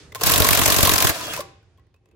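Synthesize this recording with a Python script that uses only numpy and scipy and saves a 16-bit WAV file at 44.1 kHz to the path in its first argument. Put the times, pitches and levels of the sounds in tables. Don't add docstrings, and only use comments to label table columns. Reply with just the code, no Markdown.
import sys
import numpy as np
from scipy import signal
from scipy.io import wavfile
from scipy.ndimage import uniform_filter1d

SR = 44100
rng = np.random.default_rng(int(sys.argv[2]) if len(sys.argv) > 2 else 0)


def boost_factor(decibels):
    exponent = np.asarray(decibels, float) / 20
    return 10 ** exponent


def transcribe(signal):
    frames = np.atleast_2d(signal).T
    limited = np.clip(frames, -1, 1)
    pcm = np.round(limited * 32767).astype(np.int16)
    wavfile.write(sys.argv[1], SR, pcm)


N = 94815

# t/s, level/dB, relative thud level/dB
HAMMER_BLOWS = [(0.234, -8, -19), (0.2606, -8.5, -21), (0.269, -6, -18.5), (0.295, -5, -23),
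                (0.317, -3.5, -21), (0.3376, -6, -24), (0.3589, -7, -17.5), (0.378, -6.5, -16),
                (0.4, -5.5, -11), (0.42, -7, -16.5), (0.445, -6, -23), (0.4665, -7, -21), (0.4869, -4, -21),
                (0.507, -6, -13), (0.529, -6, -21.5), (0.549, -5.5, -25), (0.5732, -7.5, -21.5),
                (0.591, -6.5, -16), (0.615, -7, -16), (0.635, -9.5, -20.5),
                (0.6577, -4, -20.5), (0.6781, -6, -17), (0.7005, -6.5, -22), (0.7218, -5.5, -21.5),
              (0.7428, -10, -32.5), (0.7642, -8, -16.5), (0.7838, -7, -12.5), (0.806, -8.5, -19),
              (0.8286, -3, -14), (0.8505, -6, -22), (0.8718, -6.5, -16.5), (0.893, -4.5, -22),
              (0.9147, -5, -17.5), (0.9362, -5, -21), (0.9573, -6.5, -22), (0.9812, -6, -27.5),
              (1.003, -7.5, -23.5), (1.0225, -5.5, -23.5), (1.0442, -5, -16), (1.0692, -5, -31),
              (1.0933, -7, -18.5)]
# t/s, level/dB, f/Hz
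STEEL_CRACKS = [(0.2364, -10, 5490), (0.2953, -10.5, 3840), (0.3383, -8, 3790.0), (0.3601, -6.5, 3760),
                (0.38, -9.5, 8100.0), (0.404, -9.5, 5800), (0.4218, -7, 3790.0), (0.4459, -13, 7840.0),
                (0.4893, -11.5, 2076), (0.5318, -13, 2150.0), (0.5505, -14, 4130.0), (0.5738, -7, 7750.0),
                (0.5927, -10, 3554), (0.6173, -11.5, 2760.0), (0.6353, -12, 3700.0), (0.6783, -10, 6600),
                (0.7013, -11.9, 4310.0), (0.723, -10.1, 3960.0), (0.7448, -8, 3900), (0.764, -12, 6220),
                (0.787, -12, 6120.0), (0.808, -11.5, 3360.0), (0.8306, -13.5, 3960.0),
                (0.8502, -11.5, 3270.0), (0.8731, -9, 3705), (0.894, -7.9, 3790.0), (0.9373, -9.5, 6800.0),
                (0.9609, -10, 5340), (0.981, -4.5, 5370), (1.0249, -7, 5770.0), (1.0492, -15.5, 1550.0),
                (1.071, -13, 3270.0)]
# t/s, level/dB, decay/ms, ring f/Hz,
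# ring level/dB
GEAR_CLACKS = [(.148, -24.5, 4.5, 1430, -20), (.1545, -29, 8.6, 1060, 4), (.1975, -40, 6, 448, 8),
               (.2105, -22, 8.1, 1072, 2.5), (.216, -23, 3.7, 457, 11), (.3113, -12, 3, 8400, 0),
               (1.211, -32, 3.5, 1000, 12), (1.269, -27, 3, 4500, 5), (1.28, -33.5, 4.1, 680, 15),
               (1.335, -24, 7, 2570, -2.5), (1.364, -23.5, 3.3, 13900, -7), (1.374, -35, 5.8, 1000, 13),
               (1.393, -36.5, 3.6, 570, 26.5), (1.405, -27, 6.8, 1075, 1)]
# t/s, level/dB, decay/ms, ring f/Hz, ring level/dB
LIGHT_TICKS = [(.1205, -39, 2.5, 2040, 15), (.124, -39.5, 2.5, 3600, 5.5), (1.628, -62, 2.5, 1490, 15),
               (1.775, -60, 2.9, 3285, 6), (1.782, -62.5, 4, 1075, 14), (1.795, -63, 5, 1950, 6),
               (1.868, -64, 2.5, 1995, 8), (1.942, -58, 4.5, 2500, 4), (1.962, -67, 4.7, 2620, 9),
               (2.057, -58, 3, 2600, 2), (2.087, -63, 3, 6800, 2), (2.112, -63, 6, 2600, 0)]
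# f/Hz, density level/dB
RATTLE_COLOUR = [(120, -33.5), (200, -18.5), (456, -5), (883, -5.5), (1060, -15.5), (1770, -4.5),
                 (10500, -7), (13100, -7.5), (16000, -13)]
# f/Hz, density level/dB
GEAR_COLOUR = [(88, -34), (150, 8.5), (205, -35.5), (354, -5.5), (871, -4.5), (1020, -3.5), (1830, -5),
               (6140, -8), (16000, -17)]
# t/s, level/dB
GEAR_EFFORT = [
    (.148, -78.5),
    (.165, -59),
    (0.204, -39),
    (.215, -42),
    (0.24, -21),
    (1.089, -23.5),
    (1.126, -30),
    (1.391, -31.5),
    (1.425, -46),
]
# f/Hz, level/dB, t60/s
WHEEL_MODES = [(314.3, -6.5, 0.072), (459, -1, 0.07), (570, -9.5, 0.017), (680, -5.5, 0.05),
               (1000, -7.5, 0.041), (1058, -1.5, 0.12), (1091, 1.5, 0.085), (1156, -0.5, 0.072),
               (1958, -7, 0.063), (2680, -10.5, 0.044), (3270, -13, 0.12), (4240, -12, 0.045),
               (5700, -16, .02), (13000, -11, .01)]
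# f/Hz, level/dB, t60/s
TYRE_MODES = [(54.5, -7, 0.028), (89.9, -1, 0.092), (145, -4, 0.023), (333, -10, 0.035)]
# f/Hz, level/dB, t60/s
AFTER_MODES = [(364, -2, .4), (461, 1, .4), (785, -3, 0.52), (995, 0, 0.25), (1140, 2, 0.22),
               (2040, -2, 0.26), (2550, -9, 0.27)]
# f/Hz, width/Hz, level/dB
LOOSE_SOCKET = [(176, 35, -4), (330, 49, -1.5), (456, 14, 0.5), (668, 55, -1), (1025, 96, 4),
                (1250, 90, -3), (1562, 60, -3.5), (1950, 47, -5), (2560, 67, -18), (3290, 75, -7),
                (4570, 98, -12.5)]
# start t/s, end t/s, f/Hz, level/dB
MESH_WHINE = [
    (1.23, 1.335, 3320, -37),
    (1.2, 1.35, 2800, -45),
]
# f/Hz, level/dB
MACHINE_TONES = [
    (363, -72.5),
    (788, -81.5),
    (9400, -95.5),
]
# f/Hz, t60/s
REVERBERATION = [(400, 0.36), (3000, 0.56), (7000, 0.37), (14000, 0.14)]
# f/Hz, density level/dB
HUM_COLOUR = [(15, -44), (25, -23), (103, 2), (224, -23), (344, -15), (879, -33.5), (1120, -30),
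              (6500, -45), (11000, -65.5)]
# t/s, rumble level/dB, hiss level/dB
HUM_COURSE = [
    (0, -47.5, -30),
    (.11, -50.5, -41),
    (.3, -45, -58),
    (1.5, -50, -48.5),
    (1.6, -57, -51),
    (1.87, -58, -61.5),
    (2.0, -65, -66.5),
    (2.07, -61.5, -61.5),
    (2.15, -53, -63.5),
]
# f/Hz, shared part/1
PORT_LIKENESS = [(200, .2), (640, 0.8), (1400, 0.55), (3000, 0), (7000, 0), (15000, 0.01)]
BANDS_HZ = 200 * 2 ** np.arange(0, 6.6, .5)
LAG_SAMPLES = 5


def table(points, hz):
    p = np.array(points)
    return np.interp(np.log(hz), np.log(p[:, 0]), p[:, 1])


def band(x, hz):
    flip = (-1.) ** np.round(2 * np.log2(hz))
    edges = [hz / 2 ** .25, hz * 2 ** .25]
    return flip * signal.sosfilt(signal.butter(2, edges, "bandpass", fs=SR, output="sos"), x)


def set_level(x, db):
    hammering = x[..., int(.3 * SR):int(1.05 * SR)]
    return x * boost_factor(db) / np.sqrt(np.mean(hammering ** 2))


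def spikes(times, sizes):
    x = np.zeros(N)
    np.add.at(x, np.clip((np.asarray(times) * SR).astype(int), 0, N - 1), sizes)
    return x


def fade(x, ms):
    return signal.lfilter([1], [1, -np.exp(-1000 / SR / max(ms, .3))], x)


def grit(spiky):
    g = rng.standard_normal((3, N)) * np.exp(spiky * rng.standard_normal(N))
    return g / g.std()


def ports(g, hz):
    c = np.clip(table(PORT_LIKENESS, hz), 0, 1)
    shared = np.array([np.roll(g[0], LAG_SAMPLES), g[0]])
    return np.sqrt(c) * shared + np.sqrt(1 - c) * g[1:]


def walk(rate_hz):
    k = int(SR / rate_hz)
    w = np.repeat(rng.standard_normal(N // k + 1), k)
    w = uniform_filter1d(uniform_filter1d(w, k), k)[:N]
    return w / w.std()


def ring(x, modes):
    out = 0
    for hz, db, t60 in modes:
        r = np.exp(-np.log(1000) / (t60 * SR))
        w = 2 * np.pi * hz / SR
        gain = boost_factor(db) * np.sin(w) * np.sqrt(1 - r)
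        out = out + gain * signal.lfilter([1], [1, -2 * r * np.cos(w), r * r], x)
    return out


def hammer():
    t, db, thud_db = np.array(HAMMER_BLOWS).T
    bounce_ms = 3.2
    first = t + (bounce_ms + .8 * rng.standard_normal(len(t))) / 1000
    second = t + (1.9 * bounce_ms + 1.5 * rng.standard_normal(len(t))) / 1000
    contacts, bounce_db = [t, first, second], -7.5
    blows = rattle(contacts, db, thud_db, bounce_db) + wheel_ring(contacts, db, bounce_db) + pings(t, db)
    return blows, tyre_thud(t, db, thud_db)


def rattle(contacts, db, thud_db, bounce_db):
    g, out = grit(.3), 0
    rise_ms, decay_ms, scatter_db = 0.2, 3.6, 2.5
    climb = spikes(contacts[0][1:], boost_factor(db[1:] - 9))
    cam = rise_ms * SR / 1000 * fade(climb[::-1], 5)[::-1]
    for hz in BANDS_HZ:
        heavy = (thud_db + 19.0) * np.clip(np.log2(1200 / hz) / 1.5, 0, 1)
        hits = 0
        for j, times in enumerate(contacts):
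            scatter = scatter_db * rng.standard_normal(len(db))
            hits = hits + spikes(times, boost_factor(db + heavy + j * bounce_db + scatter))
        late = fade(np.roll(hits, int(SR * .6 / hz)), rise_ms)
        envelope = fade(late, decay_ms * (4000 / hz) ** 0.23) + cam
        out = out + boost_factor(table(RATTLE_COLOUR, hz)) * band(ports(g, hz) * envelope, hz)
    return set_level(key(out), -18.5)


def key(x):
    return x + boost_factor(1.5) * signal.lfilter(*signal.iirpeak(13100, 5.5, fs=SR), x)


def wheel_ring(contacts, db, bounce_db):
    shake = fade(spikes(contacts[0], boost_factor(db)) + spikes(contacts[1], boost_factor(db + bounce_db)), 5)
    shake = fade(shake, 4) * boost_factor(5.0 * walk(60))
    return set_level(ring(ports(grit(.3), 1000) * shake, WHEEL_MODES), -28.5)


def pings(times, db):
    out, t = np.zeros(N + 2000), np.arange(1200) / SR
    t60_s = 0.026
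    draw = rng.random((len(times), 5, 3))
    for at, size_db, rows in zip(times, db, draw):
        for late, pitch, size in rows:
            a = int((at + .007 * late) * SR)
            hz = 1300 * 11 ** pitch
            envelope = boost_factor(size_db - 21 * size - 60 * t / t60_s) * np.clip(t / .0006, 0, 1)
            out[a:a + len(t)] += envelope * np.sin(2 * np.pi * hz * t)
    return set_level(np.array([np.roll(out, LAG_SAMPLES), out])[:, :N], -32.5)


def tyre_thud(t, db, thud_db):
    push = side = 0
    for mode in TYRE_MODES:
        sizes = boost_factor(1.1 * (db + thud_db))
        push = push + ring(spikes(t + 0.0033, sizes * rng.choice([-1, 1], len(t))), [mode])
        side = side + ring(spikes(t + 0.0033, sizes * rng.choice([-1, 1], len(t))), [mode])
    side = side - push * np.dot(side, push) / np.dot(push, push)
    return set_level(push, -28) + set_level(side, -23.5) * np.array([[1], [-1]])


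def cracks():
    out, t = np.zeros((2, N)), np.arange(300) / SR
    cycles, pan_db = 3.5, 6
    draw = rng.standard_normal((len(STEEL_CRACKS), 2))
    for (at, db, hz), (side, flip) in zip(STEEL_CRACKS, draw):
        burst = np.sign(flip) * boost_factor(db + 4) * np.exp(-t * hz * 2 / cycles) * np.sin(2 * np.pi * hz * t)
        a = int(at * SR)
        for c, sign in enumerate((1, -1)):
            out[c, a:a + len(t)] += boost_factor(sign * pan_db * side / 2) * burst
    return out


def gears():
    g, grind, common = grit(0.49), 0, walk(60.37)
    for hz in BANDS_HZ:
        gain = boost_factor(table(GEAR_COLOUR, hz) + 1.2 * common + 1.8 * walk(70))
        grind = grind + gain * band(ports(g, hz), hz)
    sing = loose = 0
    for hz, db, t60 in WHEEL_MODES:
        sing = sing + ring(ports(g, hz) * boost_factor(2.6 * walk(25)), [(hz, 0.9 * db, t60)])
    for hz, wide, db in LOOSE_SOCKET:
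        loose = loose + ring(ports(g, hz) * boost_factor(5.1 * walk(21.95)), [(hz, db, 2.95 / wide)])
    on = np.arange(N) < 1.11 * SR
    out = set_level(np.where(on, key(grind), grind), 0)
    out = out + np.where(on, set_level(sing, -6), set_level(loose, -6.5))
    t, db = np.array(GEAR_EFFORT).T
    return out * boost_factor(np.interp(np.arange(N) / SR, t, db, left=-120, right=-120))


def unsteady_tone(hz):
    phase = 2 * np.pi * np.cumsum(hz * (1 + .003 * walk(40))) / SR
    return np.sin(phase) * boost_factor(3.5 * walk(35))


def whine():
    t, out = np.arange(N) / SR, 0
    for a, b, hz, db in MESH_WHINE:
        gate = np.interp(t, [a, a + 0.03, b - .01, b], [0, 1, 1, 0])
        out = out + boost_factor(db) * unsteady_tone(hz) * gate
    return np.array([np.roll(out, LAG_SAMPLES), out])


def clacks(rows, tilt_db):
    g, out, n = grit(0.27), np.zeros((2, N)), 6000
    for t, db, ms, ring_hz, ring_db in rows:
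        a = int(t * SR)
        ms = max(ms, .5)
        s = np.arange(min(n, N - a)) / SR
        env = boost_factor(db) * np.exp(-s * 1000 / ms)
        cut = g[:, a:a + n] * env
        for hz in BANDS_HZ[2:]:
            out[:, a:a + n] += boost_factor(tilt_db * np.log2(hz / 3000)) * band(ports(cut, hz), hz)
        soft_ends = np.hanning(n)[:len(env)] ** 0.084
        drive = boost_factor(-13.5) * env * soft_ends * np.sin(2 * np.pi * ring_hz * s)
        out[:, a:a + n] += ring(drive, [(ring_hz, ring_db, 4 * ms / 1000)])
    return out


def afterring():
    jolt = fade(spikes([1.4], boost_factor(-36.5)), 13.4)
    return ring(ports(grit(0.26), 680) * jolt, AFTER_MODES)


def room(x):
    t, tail = np.arange(int(.8 * SR)) / SR, 0
    for hz in BANDS_HZ:
        decay = boost_factor(-60 * t / table(REVERBERATION, hz)) * np.clip(t / 0.0069, 0, 1)
        tail = tail + band(rng.standard_normal((2, len(t))), hz) * decay
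    tail = tail / np.sqrt(np.sum(tail ** 2) / 2)
    return boost_factor(-14) * signal.fftconvolve(x, tail, axes=1)[:, :N]


def distant_machines():
    return sum(boost_factor(db) * unsteady_tone(hz) for hz, db in MACHINE_TONES)


def hum():
    out, g = 0, rng.standard_normal((3, N))
    t, db, hiss_db = np.array(HUM_COURSE).T
    now = np.arange(N) / SR
    db, hiss_db = np.interp(now, t, db), np.interp(now, t, hiss_db)
    for hz in 32 * 2 ** np.arange(0, 9, .5):
        c = np.clip(1.0 - 0.17 * np.log2(max(hz / 150, 1)), 0, .95)
        high = np.clip(np.log2(hz / 250) / 4.0, 0, 1)
        course = high * hiss_db + (1 - high) * db
        gain = boost_factor(table(HUM_COLOUR, hz) + 2.0 * walk(12.0) + 25 + course)
        out = out + gain * band(np.sqrt(c) * g[0] + np.sqrt(1 - c) * g[1:], hz)
    return out * boost_factor(np.array([[-.8], [.8]]))


def scene():
    blows, thud = hammer()
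    ticks = clacks(LIGHT_TICKS, tilt_db=-4.5)
    tool = blows + gears() + clacks(GEAR_CLACKS, tilt_db=-2.0)
    tool = tool + ticks + boost_factor(-19.5) * ring(ticks, WHEEL_MODES)
    direct = tool + thud + cracks() + whine() + afterring()
    return direct + room(tool) + distant_machines() + hum()


def top_cut(x):
    return signal.sosfilt(signal.butter(12, 16990, fs=SR, output="sos"), x)


def record(dry):
    x = signal.sosfilt(signal.butter(2, 36, "highpass", fs=SR, output="sos"), dry)
    x = np.clip(x, -.92, .92)
    x = signal.sosfilt(signal.ellip(10, .2, 70, 15900, fs=SR, output="sos"), x)
    return top_cut(x)


dry = scene()
out = record(dry)
transcribe(out)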